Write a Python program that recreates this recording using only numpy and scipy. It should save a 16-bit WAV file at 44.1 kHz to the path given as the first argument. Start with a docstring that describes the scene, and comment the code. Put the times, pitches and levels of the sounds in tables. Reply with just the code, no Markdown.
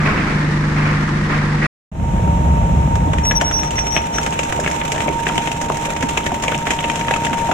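"""A plastic shredder drags in a large sheet, heard from the rim of its steel hopper in a factory hall.
The sheet rumbles on the rotor, knocks and squeals against the steel, then cracks and crunches in the
teeth, over the boom of the hopper and the thin whine of the drive. Before it, ending in a short silence,
another shredder drones as its knives pass, while lumps shatter and loose flakes rattle in its chamber."""
import sys
import numpy as np
from scipy import signal
from scipy.fft import rfft, irfft, next_fast_len
from scipy.io import wavfile
from scipy.ndimage import uniform_filter1d

SR = 44100
rng = np.random.default_rng(int(sys.argv[2]) if len(sys.argv) > 2 else 0)


def put_to_file(sound):
    """Save the sound as 16-bit audio at rate SR, in the file named by the first command-line argument."""
    columns = np.atleast_2d(sound).T  # one column per channel
    safe = np.clip(columns, -1, 1)
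    whole_steps = np.round(safe * 32767)
    wavfile.write(sys.argv[1], SR, whole_steps.astype(np.int16))


N = 332073
TIME = np.arange(N) / SR
FIRST_SPAN_S, SECOND_SPAN_S = (-0.1, 1.668), (1.915, 7.7)
CAUGHT_S = 3.08  # the teeth catch the sheet


def amp(db):
    return 10 ** (np.asarray(db) / 20)


def unit(x):
    """Scales to rms 1."""
    return x / np.sqrt(np.mean(x ** 2) + 1e-20)


def at_hz(points, hz):
    """Reads a spectrum on a log-frequency axis."""
    f, value = np.transpose(points)
    return np.interp(np.log(hz + 1), np.log(f + 1), value)


def controls(rows):
    """Columns of a curve table at every sample."""
    s, *columns = np.transpose(rows)
    return [np.interp(TIME, s, c) for c in columns]


def add(mix, s, sound):
    """Adds a stereo sound from time s on."""
    part = mix[:, max(round(s * SR), 0):][:, :sound.shape[1]]
    part += sound[:, :part.shape[1]]


def drift(per_s):
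    """Slow random curve of rms 1, changing up to per_s times a second."""
    size, rate_hz = 4096, 500
    hz = np.fft.rfftfreq(size, 1 / rate_hz)
    slow = irfft(rfft(rng.standard_normal(size)) / (1 + (hz / per_s) ** 4))
    return np.interp(TIME * rate_hz, np.arange(size), unit(slow))


def steady(x, smooth_s):
    """Evens out stereo power over spans longer than smooth_s."""
    size = int(smooth_s * SR)
    return x / np.sqrt(uniform_filter1d(uniform_filter1d((x ** 2).mean(0), size), size) + 1e-9)


def during(span_s):
    """Gate with 3 ms edges."""
    return np.clip(np.minimum(TIME - span_s[0], span_s[1] - TIME) / .003, 0, 1)


def struck(s, rise_s, fade_s):
    """Envelope: quick rise at time s, then decay."""
    age_s = np.maximum(TIME - s, 0)
    return (1 - np.exp(-age_s / rise_s)) * np.exp(-age_s / fade_s)


def swell_db(depth_db, rise_s):
    """Fade-in of the second machine."""
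    return depth_db * np.exp(-abs(TIME - SECOND_SPAN_S[0]) / rise_s)


# left-right likeness: (frequency [Hz], coherence [0-1])
COHERENCE = [(60, 0.98), (130, 1), (290, 0.79), (640, 0.34), (3100, 0), (6800, 0)]

def colour(x, spectrum):
    """Minimum-phase filter, unit power gain on white noise; long waves reach both sides alike."""
    size = 2 * next_fast_len(N // 2 + 8192)
    hz = np.fft.rfftfreq(size, 1 / SR)
    gain = unit(amp(at_hz(spectrum, hz)))
    cepstrum = irfft(np.log(gain + 1e-6))
    cepstrum[1:size // 2] *= 2
    cepstrum[size // 2 + 1:] = 0
    left, other = rfft(x, size) * np.exp(rfft(cepstrum))
    same = np.clip(at_hz(COHERENCE, hz), -1, 1)
    right = same * left + np.sqrt(1 - same ** 2) * other
    return irfft(np.array([left, right]), size)[:, :N]


def hopper(x, t60_s=.33):
    """Short diffuse tail of reflections between the steel walls."""
    t = TIME[:SR // 2]
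    tail = rng.standard_normal((2, len(t))) * amp(-60 * t / t60_s)
    return signal.fftconvolve(x, tail / np.linalg.norm(tail[0]), axes=1)[:, :N]


def impacts(per_s, spread_db, ring_s, bed):
    """Many small uneven blows, each scattered between the walls, over a smooth noise bed."""
    sizes = amp(spread_db * np.minimum(rng.exponential(1, N), 4)) * (rng.random(N) < per_s / SR)
    power = signal.lfilter([1], [1, -np.exp(-2 / (ring_s * SR))], sizes ** 2)
    return unit(np.sqrt(power / power.mean() + bed) * rng.standard_normal((2, N)))


def pings(per_s, low_hz, high_hz, cycles, spread_db):
    """Knocked loose pieces ring for a few cycles and echo off the near walls."""
    out, t = np.zeros((2, N)), TIME[:int(np.pi * cycles / low_hz * SR)]
    for when, pitch, size, left, right in rng.random((int(per_s * N / SR), 5)):
        hz = low_hz * (high_hz / low_hz) ** pitch
        angle = 2 * np.pi * (hz * t + np.array([[left], [right]]) / 2)
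        ring = np.exp(-hz * t / cycles) * (1 - np.exp(-2 * hz * t))
        add(out, when * N / SR, amp(spread_db * size ** 3) * ring * np.sin(angle))
    return unit(out + .5 * hopper(out, t60_s=.06))


def fractures(times_s, levels_db, pitches_hz, ring_s, tail_s, tail_db, piece_db, click):
    """Each fracture: faint strain crackle, hard click, tearing, echoes; the broken piece rings."""
    out, lead_s = np.zeros((2, N)), .02
    t = TIME[:SR // 6] - lead_s
    strain = amp(-17) * np.exp(-abs(t) / .01)
    burst = np.exp(-abs(t) / ring_s) + amp(tail_db) * np.exp(-abs(t) / tail_s)
    shape = np.where(t < 0, strain, burst)
    for s, db, hz in zip(times_s, levels_db, pitches_hz):
        roughness = unit(uniform_filter1d(rng.standard_normal(len(t)), size=60))
        tearing = amp(2.3 * np.minimum(abs(t) / .0043, 1) * roughness)
        crack = shape * tearing * rng.standard_normal((2, len(t)))
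        arrivals = round(lead_s * SR) + rng.integers(0, 6, size=2)
        crack[[0, 1], arrivals] += click * np.linalg.norm(crack[0])
        piece = signal.lfilter(*signal.iirpeak(hz, Q=4.5, fs=SR), crack)
        add(out, s - lead_s, amp(db) * unit(crack) + amp(db + piece_db) * piece / crack.std())
    return out


# gear whine, listener moving through its standing waves:
# (time [s], left level [dB], right level [dB], left lead [rad])
WHINE = [(2.1, -25.5, -23.5, 2), (2.6, -23.3, -22.7, 2.3), (3.6, -24.3, -23.5, 2.4), (4.8, -27, -22.5, 2.6),
         (5.2, -27.3, -21.7, 1.1), (6.2, -28, -23.8, 1.9), (6.8, -24.8, -25.2, 1.1), (7.5, -19.5, -23, .8)]
# motor and gear hum: (frequency [Hz], level [dB])
HUM = [(75.3, -63), (153, -35.5), (226, -38.5), (302, -39), (377, -48), (829, -41)]

def drive(whine_hz=925.7):
    """Second machine: gear whine reaches each side by its own paths, over a wavering hum."""
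    left_db, right_db, lead_rad = controls(WHINE)
    angle = 2 * np.pi * whine_hz * TIME + .68 * drift(per_s=.4)
    whine = np.array([amp(db + 1.7 * drift(per_s=20)) * np.sin(angle + shift)
                      for db, shift in ((left_db, lead_rad), (right_db, 0))])
    hum = sum(amp(db + 2 * drift(per_s=18)) * np.sin(2 * np.pi * hz * TIME + 1.2 * drift(per_s=10))
              for hz, db in HUM)
    return np.sqrt(2) * amp(swell_db(depth_db=-23.5, rise_s=.11)) * (whine + hum)


# heavy bounces of the sheet: (time [s], level [dB])
HEAVES = [(2.125, -15), (2.245, -12), (2.51, -14.5), (2.815, -12), (3.2, -14.5)]

def boom(band_hz=(46, 80), fade_db_per_s=8, throb_hz=69, heave_s=.05):
    """The hopper's lowest modes boom, fading once the sheet is caught; heavy bounces make it throb."""
    band = signal.butter(3, band_hz, "band", fs=SR, output="sos")
    modes = unit(signal.sosfilt(band, rng.standard_normal(N)))
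    level_db = -24.5 + swell_db(depth_db=-15, rise_s=.1) - fade_db_per_s * np.maximum(TIME - CAUGHT_S, 0)
    throb = sum(amp(db) * np.exp(-((TIME - s) / heave_s) ** 2) for s, db in HEAVES)
    return amp(level_db) * modes + throb * np.sin(2 * np.pi * (throb_hz * TIME + rng.random()))


# shattering lumps: (time [s], level [dB])
LUMPS = [(-.02, -22), (0.05, -17.5), (.16, -27), (.26, -26), (.755, -20.5), (.845, -22), (1.29, -18.5),
         (1.616, -18.5)]
# flake shower: (frequency [Hz], relative density [dB])
SHOWER_SPECTRUM = [(400, 2), (1100, 0.5), (2300, 0.5), (3200, -12), (5500, -20), (12000, -42.5)]
# steel modes: (frequency [Hz], level [dB])
CLANG_MODES = [(900, -28), (1180, -28), (1919, -18.5), (2150, -26)]

def lumps():
    """Each lump bursts into a shower of flakes; the last also strikes the steel, which rings."""
    bursts = sum(amp(db) * struck(s, rise_s=.01, fade_s=.11) for s, db in LUMPS)
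    rattle = steady(pings(per_s=600, low_hz=1050, high_hz=2600, cycles=6, spread_db=8), smooth_s=.02)
    spray = steady(impacts(per_s=600, spread_db=3, ring_s=.004, bed=.3), smooth_s=.015)
    shower = amp(-3) * rattle + amp(-1.5) * colour(spray, SHOWER_SPECTRUM)
    clang = sum(amp(db) * np.sin(2 * np.pi * hz * TIME + rng.standard_normal((2, 1)) / 2)
                for hz, db in CLANG_MODES)
    return bursts * shower + struck(LUMPS[-1][0], rise_s=.003, fade_s=.12) * clang


# loose flakes: (frequency [Hz], relative density [dB])
FLAKE_SPECTRUM = [(200, -4), (520, -0.5), (680, -5.5), (950, 1.5), (1180, 1), (1500, -0.5), (1900, 2.5),
                  (2300, -5.5), (3100, -13.5), (5500, -18), (8200, -26), (9200, -29.5), (12500, -44),
                  (15500, -58.5)]

def flakes():
    """Loose flakes rattle in the first machine's chamber."""
    return amp(-24.3) * colour(impacts(per_s=1000, spread_db=2.2, ring_s=.008, bed=.6), FLAKE_SPECTRUM)


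# rotor drone: (harmonic [x rotor speed], relative level [dB])
DRONE_HARMONICS = [(1, -13), (2, -9.5), (4, -10.5), (5, -18), (6, -0.5), (7, -17.5), (8, -7.5), (9, -10.5),
                   (10, -18), (11, -14), (12, -24), (13, -17.5), (14, -18), (17, -36), (19, -21.5)]
# knife-pass tone: (time [s], gain [dB])
KNIFE_GAIN = [(.06, 4.5), (.17, -6.5), (.28, -4), (.42, 2.5), (1.02, 3.5), (1.27, -1), (1.5, 3.5)]
# chamber noise: (frequency [Hz], relative density [dB])
CHAMBER_SPECTRUM = [(25, -79), (65, -4), (110, -13.5), (170, -4.5), (225, -10), (290, -8), (430, -20),
                    (700, -57), (1500, -70.5)]

def rotor(rotor_hz=24.99, knives=6, churn_db_per_db=.35):
    """First machine: passing knives drive the drone; a lump that damps their tone churns the chamber."""
    turns = rotor_hz * TIME + .006 * drift(per_s=3)
    knife_db = controls(KNIFE_GAIN)[0]
    drone = np.zeros(N)
    for k, db in DRONE_HARMONICS:
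        level_db = db + (k == knives) * knife_db + 1.5 * drift(per_s=14)
        drone += amp(level_db) * np.sin(2 * np.pi * (k * turns + rng.random()))
    chamber = colour(impacts(per_s=190, spread_db=-1, ring_s=.0067, bed=.52), CHAMBER_SPECTRUM)
    return amp(-16.8) * unit(drone) + amp(-25 - churn_db_per_db * knife_db) * chamber


def grip(settle_s=.42):
    """Hold of the teeth on the sheet, 0-1: free until caught, then settling."""
    return 1 - np.exp(-np.maximum(TIME - CAUGHT_S, 0) / settle_s)


def feed_gain(free_db, gripped_db, grip_power):
    """Swells in, then moves from the free to the gripped level."""
    start_db = swell_db(depth_db=-17, rise_s=.083)
    return amp(start_db + free_db + grip() ** grip_power * (gripped_db - free_db))


def bite(width_s=.047, full_db=-13):
    """Tooth load on the rotor, 0-1: builds towards each crack or knock, then lets go."""
    t = TIME[::100]
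    load = sum(amp(db - full_db) * np.exp(-((t - s) / width_s) ** 2) for s, db, *_ in CRACKS + KNOCKS)
    return np.interp(TIME, t, np.tanh(load))


# sheet on the rotor: (frequency [Hz], relative density [dB])
BOUNCE_SPECTRUM = [(22, -40), (36, -11), (52, -3), (60, -5), (70, 1), (86, -6), (120, -6), (150, -3),
                   (190, -7), (260, -19), (400, -32), (900, -85)]

def rumble():
    """The sheet bounces on the rotor; once gripped it quietens, rising at each bite."""
    bounce = colour(impacts(per_s=84, spread_db=1, ring_s=.0071, bed=1), BOUNCE_SPECTRUM)
    gain = feed_gain(free_db=-14.8, gripped_db=-35 + 5 * bite(), grip_power=1)
    return gain * steady(bounce, smooth_s=.06)


# rotor under load: (frequency [Hz], relative density [dB])
GRIND_SPECTRUM = [(60, 0.5), (130, 5), (200, 5), (300, -4.5), (420, -1.5), (620, 1.5), (800, -1.5),
                  (1050, -8.5), (1400, -12.5), (2500, -19.5), (5000, -45)]

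def grinding():
    """The teeth grind the sheet; from the first crack on, loose pieces knock about."""
    grind = colour(impacts(per_s=250, spread_db=3, ring_s=.006, bed=.7), GRIND_SPECTRUM)
    pieces = pings(per_s=35, low_hz=280, high_hz=1100, cycles=4, spread_db=14)
    loose = (TIME > CRACKS[0][0]) * amp(-8) * pieces
    return feed_gain(free_db=-24.5, gripped_db=-29, grip_power=.5) * (amp(-.83) * grind + loose)


# crumbs: (frequency [Hz], relative density [dB])
CRUMB_SPECTRUM = [(400, 11.5), (1100, 7.5), (1700, 6), (2600, 8), (3300, 3), (4000, -1.5), (4600, -11.5),
                  (5500, -2), (7100, 2.5), (8500, -5.5), (10300, -13.5), (13500, -15.5), (15500, -25)]
# splinters: (frequency [Hz], relative density [dB])
TICK_SPECTRUM = [(3500, -10.5), (5600, 3), (7100, 8), (10200, -12), (13500, -20), (15500, -15)]

def crunch():
    """Smooth rubbing turns to clumps of crumbs as the teeth grip; chips and splinters break off."""
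    grains = steady(impacts(per_s=200, spread_db=3.4, ring_s=.008, bed=.3), smooth_s=.1)
    crumbs = colour(grains, CRUMB_SPECTRUM)
    rubbing = colour(rng.standard_normal((2, N)), CRUMB_SPECTRUM)
    chips = pings(per_s=60, low_hz=1200, high_hz=3400, cycles=3, spread_db=12)
    splinters = colour(impacts(per_s=16, spread_db=4, ring_s=.0008, bed=0), TICK_SPECTRUM)
    loose = (TIME > CRACKS[0][0]) * (amp(-11) * chips + amp(-17) * splinters)
    clumps = amp(1.8 * drift(per_s=18))
    texture = np.sqrt(grip()) * clumps * crumbs + np.sqrt(1 - grip()) * rubbing
    return feed_gain(free_db=-37.5, gripped_db=-30, grip_power=3) * (amp(1.5) * texture + loose)


# plastic slipping on steel: (time [s], length [s], level [dB], left minus right [dB])
SLIPS = [(3.233, 0.1, -18.5, 3.5), (3.347, 0.047, -21.5, 10), (3.439, 0.071, -22, 2),
         (3.516, 0.086, -21.5, -4), (3.579, 0.054, -25, 9.5), (3.629, 0.068, -35, 14),
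         (3.751, 0.096, -25, -2), (3.846, 0.056, -28, 6), (3.89, 0.11, -29, 17), (4.124, 0.083, -27, 3)]
# squeal pitch: (time [s], frequency [Hz])
SQUEAL_PITCH = [(3.5, 5783), (4.05, 5768), (4.14, 5865), (4.21, 5795)]

def squeals():
    """Stick-slip locks on one high mode in fluttering bursts; a harder swing adds more octave."""
    bursts = sum(amp([[db + pan_db / 2], [db - pan_db / 2]])
                 * np.sin(np.pi * np.clip((TIME - s) / length_s, 0, 1))
                 for s, length_s, db, pan_db in SLIPS)
    swing = bursts * amp(1.8 * drift(per_s=80))
    hz = controls(SQUEAL_PITCH)[0] + 12 * drift(per_s=60)
    angle = 2 * np.pi * np.cumsum(hz) / SR + np.array([[2.1], [0]])
    return amp(4) * swing * np.sin(angle) + swing * swing.mean(0) * np.sin(2 * angle)


# sheet hitting the hopper: (time [s], level [dB], ring [Hz])
KNOCKS = [(3.073, -16.5, 260), (3.413, -15, 550), (3.422, -12.5, 693), (4.591, -12.5, 467),
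          (4.941, -18, 590), (5.06, -13, 727), (5.0812, -10, 445), (5.098, -16, 295), (5.297, -15, 1000),
          (5.7003, -8.5, 798), (6.031, -13, 252), (6.172, -38, 283), (6.318, -12.5, 621), (6.326, -19, 252),
          (6.718, -19, 492), (7.108, -10.5, 750), (7.311, -16.5, 239), (7.49, -9.5, 600),
          (7.517, -11.5, 593)]
# thud of the sheet: (frequency [Hz], relative density [dB])
THUD_SPECTRUM = [(70, -80.5), (170, -1.5), (330, -4.5), (650, -1.5), (1000, -4), (1350, -25), (2500, -67)]

def sheet_knocks(bend_octaves=.628, bend_s=.00178, cycles=2.3, tail_s=.028):
    """Teeth knock the sheet on the hopper; fast bending waves arrive first, so its ring falls in pitch."""
    thuds = fractures(*np.transpose(KNOCKS), ring_s=.007, tail_s=.024, tail_db=-13, piece_db=0, click=.4)
    rings, t = np.zeros((2, N)), TIME[:SR // 7]
    for (s, db, hz), offsets in zip(KNOCKS, rng.standard_normal((len(KNOCKS), 2, 1))):
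        falling_hz = hz * 2 ** bend_octaves / (1 + t / bend_s) ** .22
        angle = 2 * np.pi * np.cumsum(falling_hz) / SR + offsets / 2
        rise = 1 - np.exp(-4 * hz * t)
        fade = np.exp(-hz * t / cycles) + amp(-12.5) * np.exp(-t / tail_s)
        add(rings, s, amp(db) * rise * fade * np.sin(angle))
    return amp(-24) * colour(thuds, THUD_SPECTRUM) + rings + amp(-8) * hopper(rings, t60_s=.06)


# breaks in the sheet: (time [s], snap level [dB], splinter level [dB], piece ring [Hz])
CRACKS = [(2.955, -26.5, -31, 1120), (3.133, -23.5, -33, 1590), (3.184, -25.5, -33, 1840),
          (3.252, -29, -28.5, 2220), (3.311, -16.5, -28, 1800), (3.412, -16.5, -23, 1510),
          (3.512, -23.5, -32, 1350), (3.633, -25.5, -31, 1250), (3.707, -29.5, -28, 3000),
          (3.782, -24, -39, 2100), (3.789, -26, -28, 2620), (3.868, -27, -31, 2300),
          (3.965, -15, -44, 2230), (3.977, -23, -46, 2500), (4.184, -19.5, -29, 1380),
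          (4.231, -29.5, -27, 2420), (4.263, -19.5, -25, 1490), (4.325, -28.5, -34, 2720),
          (4.391, -18, -24.5, 2620), (4.432, -27, -25.5, 2820), (4.524, -22, -29.5, 1620),
          (4.599, -28, -25.5, 1670), (4.645, -25, -34, 1640), (4.662, -22, -35, 2380),
          (4.676, -21.5, -29, 1670), (4.713, -27, -27, 1640), (4.814, -22.5, -66, 1840),
          (4.919, -22.5, -21.5, 2400), (4.961, -26.5, -34, 1780), (4.98, -26.5, -32, 1780),
          (5.005, -23, -34, 2550), (5.081, -24, -55, 2330), (5.2674, -18.5, -33, 1750),
          (5.281, -35, -26, 2400), (5.288, -22.5, -46, 2660), (5.356, -30.5, -28.5, 2050),
          (5.379, -18.5, -27.5, 2980), (5.419, -31, -37, 2200), (5.473, -20.5, -29.5, 2600),
          (5.516, -25, -27.5, 2800), (5.615, -24.5, -25, 1650), (5.7, -40, -43, 1390),
          (5.77, -31, -29, 1790), (5.85, -35, -48, 2100), (5.964, -25.5, -31, 2180),
          (6.008, -31, -32, 2500), (6.027, -21.5, -25.5, 2000), (6.091, -25.5, -27, 3130),
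          (6.174, -16.5, -25.5, 2650), (6.264, -19, -27.5, 1830), (6.424, -29, -26, 2600),
          (6.437, -19.5, -25.5, 1130), (6.481, -17.5, -28, 2260), (6.519, -20.5, -35, 1520),
          (6.545, -23, -36, 2850), (6.669, -18, -29, 1800), (6.706, -17.5, -25, 1800),
          (6.711, -22, -24.5, 2800), (6.735, -28, -30, 2580), (6.789, -23.5, -51, 3070),
          (6.841, -19, -33, 2560), (6.899, -21, -27.5, 2350), (6.957, -25.5, -26, 3030),
          (7.011, -25, -31, 2220), (7.083, -18.5, -36, 1270), (7.11, -18.5, -33, 1840),
          (7.138, -20.5, -30, 2620), (7.161, -23, -31, 1210), (7.249, -21.5, -25.5, 2860),
          (7.267, -23, -30, 1700), (7.331, -20.5, -34, 1170), (7.514, -18.5, -30.5, 1300)]
# snap of a break: (frequency [Hz], relative density [dB])
SNAP_SPECTRUM = [(600, -16.5), (1300, 5), (2500, 6.5), (3200, 5), (3900, -5.5), (4600, -22.5), (7000, -69)]

def cracks():
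    """Teeth break the sheet: it thuds, the fracture snaps slightly left, fine splinters tick."""
    s, snap_db, tick_db, hz = np.transpose(CRACKS)
    thud_db = snap_db - 6.5 + np.log2(hz / 2000)  # +1 dB per octave of piece ring
    thuds = fractures(s, thud_db, hz, ring_s=.008, tail_s=.024, tail_db=-12, piece_db=1, click=.3)
    snaps = fractures(s, snap_db, hz, ring_s=.005, tail_s=.015, tail_db=-18, piece_db=3, click=.4)
    ticks = fractures(s, tick_db, hz, ring_s=.008, tail_s=.025, tail_db=-17, piece_db=-10, click=.3)
    return (amp(-7.5) * colour(thuds, THUD_SPECTRUM)
            + amp([[-13.5], [-16]]) * colour(snaps, SNAP_SPECTRUM)
            + amp(-13) * colour(ticks, TICK_SPECTRUM))


def scene():
    """Two shredders, one after the other."""
    breaking = cracks() + sheet_knocks() + squeals()
    second = drive() + rumble() + grinding() + crunch() + boom() + breaking + amp(-9.5) * hopper(breaking)
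    first = rotor() + flakes() + lumps()
    return during(FIRST_SPAN_S) * first + during(SECOND_SPAN_S) * second


def record(dry, ceiling=.9, cutoff_hz=15600):
    """Soft peak limiter, then low-pass."""
    rounded = dry / (1 + np.abs(dry / ceiling) ** 6) ** (1 / 6)
    lowpass = signal.firwin(511, cutoff_hz, window=("kaiser", 9), fs=SR)
    return signal.oaconvolve(rounded, lowpass[None], "same")


dry = scene()
out = record(dry)
put_to_file(out)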